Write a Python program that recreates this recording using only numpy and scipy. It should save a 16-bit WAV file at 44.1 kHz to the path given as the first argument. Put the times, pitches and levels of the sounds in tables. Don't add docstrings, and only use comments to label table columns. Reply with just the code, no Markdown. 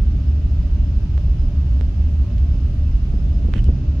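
import sys
import numpy as np
from scipy import signal
from scipy.fft import rfft, irfft
from scipy.io import wavfile

SR = 44100
rng = np.random.default_rng(int(sys.argv[2]) if len(sys.argv) > 2 else 0)


def digitize_waveform(pressure):
    field = np.atleast_2d(pressure).T
    bounded = np.clip(field, -1, 1)
    quanta = np.round(bounded * 32767).astype(np.int16)
    wavfile.write(sys.argv[1], SR, quanta)


N = 176400
T = np.arange(N) / SR
F = np.maximum(np.arange(N // 2 + 1) * SR / N, 1)

# (frequency [Hz], relative level [dB])
RUMBLE_SPECTRUM = [(10, -45), (19, -20), (27, -3.5), (40, 0.5), (55, -2.5), (72, -2), (81, -9), (130, -12),
                   (200, -20.8), (290, -26.5), (335, -32.5), (500, -45), (900, -58), (2000, -88.5)]
# (time [s], gain [dB])
BILLOW = [(0, 7.5), (.3, -9), (.46, 9.5), (.8, -1.5), (1.3, 2), (1.7, 1.5), (2.3, -1), (2.45, 7),
          (2.65, -4), (2.9, 7), (3.3, -1), (3.7, 4), (4, -12.5)]
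# (frequency [Hz], level [dB], wander [Hz])
DRONE_NOTES = [(50.33, -31.5, .3), (60.07, -23.5, 0.45), (64.2, -32.5, 0.38), (68.93, -27, .3),
               (73.7, -23, 0.47), (96.75, -42, 0.68), (111.15, -39, 0.53)]
# (frequency [Hz], width [Hz], level [dB])
WHIRR_BANDS = [(270.4, 12, -46.5), (378, 49, -60), (587.8, 24, -54.4), (680, 13, -59), (809, 43, -64),
               (880, 18, -67.5), (971, 20, -68.5), (1206, 34, -65.5), (1307, 69, -66), (1556, 130, -65.5),
               (1938, 32, -76.5), (2460, 28, -71), (2638, 19, -65.5), (2896, 340, -62), (3566, 16, -71)]
# (time [s], level [dB])
WHISTLE_LEVEL = [(0, -74.5), (.55, -71.5), (.9, -73.5), (1.25, -68), (1.75, -67), (1.9, -76), (2.3, -64),
                 (2.7, -72), (2.95, -65.5), (3.2, -79), (4, -71.5)]
# (time [s], peak [dB])
KNOCKS = [(2.549, -25), (3.081, -24.5), (3.137, -20.5), (3.184, -25), (3.265, -27.5), (3.445, -21.5),
          (3.483, -20), (3.555, -20.5), (3.686, -14.5), (3.699, -22.5), (3.732, -27.5)]
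# (frequency [Hz], 60 dB decay time [s], relative level [dB])
BODY_MODES = [(135, 0.087, -1), (185, 0.069, -3.5), (283, 0.036, -5.5), (449, 0.028, -7.5),
              (600, 0.024, -15.5), (920, 0.026, -25.5)]
# (time [s], peak [dB], left minus right [dB], low edge [Hz], high edge [Hz])
TICKS = [(.632, -42, -4.5, 4000, 9000), (1.1786, -28.5, -17.5, 260, 18000),
         (1.811, -26.5, -16.5, 330, 14000), (2.3823, -38, -15, 2700, 14000), (2.387, -46, -12, 2700, 5000),
         (3.0968, -46, -3.5, 4000, 15920), (3.292, -46, -1, 5000, 12100), (3.5382, -24.5, -21, 993, 5400),
         (3.6429, -35.5, 15.5, 5000, 9500)]
# (frequency [Hz], relative level [dB])
CASE_SPECTRUM = [(100, 10), (400, 15), (900, 0.5), (1250, -2), (1700, -.5), (2400, -6), (3000, -6.5),
                 (4500, -14.5), (6500, -21.5), (10000, -28), (15000, -36)]
# (frequency [Hz], relative level [dB])
RUB_SPECTRUM = [(300, -7.5), (1000, -2), (1750, 7.5), (2300, 2), (2950, 4.5), (3500, 1), (5000, -11),
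                (8000, -17.5), (15000, -32)]
# (frequency [Hz], relative level [dB])
SHUFFLE_SPECTRUM = [(50, -15), (130, 11), (200, -1.5), (330, -12.5), (600, -28.5), (1500, -50.5),
                    (4000, -83.5)]
# (time [s], half length [s], level [dB], pitch [Hz])
SQUEAKS = [(3.555, .004, -49, 2880), (3.593, 0.008, -46.5, 2920), (3.666, 0.012, -57.5, 3020)]
# (frequency [Hz], left density [dB re 1/Hz], right density [dB re 1/Hz])
HISS_SPECTRUM = [(200, -83.5, -95), (726, -88.5, -85.5), (1430, -89, -93.5), (2160, -89, -90.5),
                 (3170, -91.5, -92.5), (4470, -96.5, -91), (5260, -103, -93), (6680, -104, -95.5),
                 (7660, -109, -110), (8550, -110, -111), (9600, -112, -107), (11900, -115, -113),
                 (15500, -119, -118)]
# (time [s], gain [dB])
TOP_HISS_GAIN = [(0, -0.5), (3.62, 0.5), (3.7, -5.5), (4, -5)]
# (frequency [Hz], left minus right [dB])
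MIC_BALANCE = [(15, -0.5), (30, -2.5), (60, -.5), (125, -0.5), (250, 0.5), (600, 0), (1200, 0.5),
               (2000, 0.2)]


def rocket(level_db=-19.5, deep_hz=55, wide_hz=700):
    likeness = .987 / (1 + (F / wide_hz) ** 5)
    roar = unit(noise(colour(RUMBLE_SPECTRUM), likeness))
    deep = irfft(rfft(roar) / (1 + (F / deep_hz) ** 8), N)
    upper = (roar - deep) * undb(0.07 * walk(2.3))
    return undb(level_db) * (deep * undb(timeline(BILLOW)) + upper)


def machinery(wide_hz=950):
    drone = sum(undb(db + 1.7 * walk(7.5)) * tone(hz, wander) for hz, db, wander in DRONE_NOTES)
    whirr = 0
    for hz, width_hz, db in WHIRR_BANDS:
        swell = undb(db + 0.87 * walk(11))
        likeness = 1 / (1 + (hz / wide_hz) ** 4)
        whirr += swell * unit(noise(resonance(hz, width_hz), likeness))
    whistle = undb(timeline(WHISTLE_LEVEL) + 2.5 * walk(10)) * tone(hz=1076, wander_hz=3)
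    return drone + whirr + whistle


def knocks(push_s=.002):
    out = np.zeros(N)
    for s, db in KNOCKS:
        age = np.maximum(T - s, 0)
        detunes = 1 + .05 * rng.standard_normal(len(BODY_MODES))
        ring = sum(undb(mode_db - 60 * age / t60) * np.sin(2 * np.pi * hz * detune * age)
                   for (hz, t60, mode_db), detune in zip(BODY_MODES, detunes))
        ring *= 1 - np.exp(-(age / push_s) ** 2)
        out += undb(db) * ring / np.abs(ring).max()
    return out


def ticks():
    cepstrum = irfft(np.log(colour(CASE_SPECTRUM)), N)
    causal = (T > 0) & (np.arange(N) < N // 2)
    case = np.exp(rfft(2 * cepstrum * causal))
    out = 0
    for s, db, pan_db, low_hz, high_hz in TICKS:
        push = np.exp(-2j * np.pi * F * round(s * SR) / SR)
        w = 1j * F / low_hz
        highpass = w ** 3 / ((1 + w) * (1 + w + w ** 2))
        lowpass = 1 / (1 + 1j * F / high_hz) ** 2
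        tick = irfft(push * case * highpass * lowpass, N)
        out -= tick / np.abs(tick).max() * undb(db) * pan(pan_db)
    return out


def rub(level_db=-47.5, slips_per_s=450, grain=0.46):
    slips = rng.standard_normal(N) * (rng.random(N) < slips_per_s / SR)
    friction = rng.standard_normal(N) * np.exp(grain * walk(220))
    force = unit(slips) + unit(friction)
    scrape = unit(irfft(rfft(force) * colour(RUB_SPECTRUM), N))
    pressure = np.interp(T, [3.505, 3.58, 3.606], [0, 1, 0])
    return undb(level_db) * pan(-16.5) * pressure * scrape


def shuffle(level_db=-26.5, peak_s=3.644, spread_s=0.26):
    swell = np.exp(-((T - peak_s) / spread_s) ** 2 / 2)
    return undb(level_db) * swell * unit(noise(colour(SHUFFLE_SPECTRUM), likeness=0.97))


def squeaks(width_hz=170):
    out = 0
    for s, half_s, db, hz in SQUEAKS:
        swell = np.exp(-((T - s) / half_s) ** 2)
        out += undb(db) * swell * unit(noise(resonance(hz, width_hz), likeness=0.85))
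    return pan(-13) * out


def hiss(top_hz=7500):
    rows = np.array(HISS_SPECTRUM, float)
    left, right = colour(rows[:, [0, 1]]), colour(rows[:, [0, 2]])
    air = noise(np.array([left, right]) * np.sqrt(SR / 2), likeness=0.11)
    top = irfft(rfft(air) * (F > top_hz), N)
    return air - top + top * undb(timeline(TOP_HISS_GAIN) + .6 * walk(15))


def whine(level_db=-70.5):
    return undb(level_db) * pan(-8) * unit(noise(resonance(hz=5106, width_hz=28), likeness=0.63))


def undb(db):
    return 10 ** (np.asarray(db) / 20)


def unit(x):
    return x / np.sqrt(np.mean(x ** 2))


def pan(db):
    return undb(np.array([[db], [-db]]) / 2)


def timeline(points):
    return np.interp(T, *np.array(points).T)


def colour(points):
    hz, db = np.array(points, float).T
    return undb(np.interp(np.log(F), np.log(hz), db))


def resonance(hz, width_hz):
    return 1 / (1 + ((F - hz) / (0.72 * width_hz)) ** 2)


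def noise(gain, likeness):
    mid, side = rfft(rng.standard_normal((2, N)))
    shared = mid * np.sqrt((1 + likeness) / 2)
    opposed = side * np.sqrt((1 - likeness) / 2) * np.array([[1], [-1]])
    return irfft(gain * (shared + opposed), N)


def walk(rate_hz):
    return unit(irfft(rfft(rng.standard_normal(N)) * np.exp(-(F / rate_hz) ** 2) * (F > 1), N))


def tone(hz, wander_hz):
    cycles = np.cumsum(hz + wander_hz * walk(4.1)) / SR
    return np.sqrt(2) * np.sin(2 * np.pi * (cycles + rng.random()))


def scene():
    surroundings = rocket() + machinery() + hiss()
    camera = whine() + ticks() + knocks() + rub() + shuffle() + squeaks()
    return surroundings + camera


def record(dry, top_hz=15700):
    left = np.sqrt(colour(MIC_BALANCE))
    heard = irfft(rfft(dry) * np.array([left, 1 / left]), N)
    lowpass = signal.ellip(8, .05, 60, top_hz, fs=SR, output="sos")
    return signal.sosfiltfilt(lowpass, heard)


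dry = scene()
out = record(dry)
digitize_waveform(out)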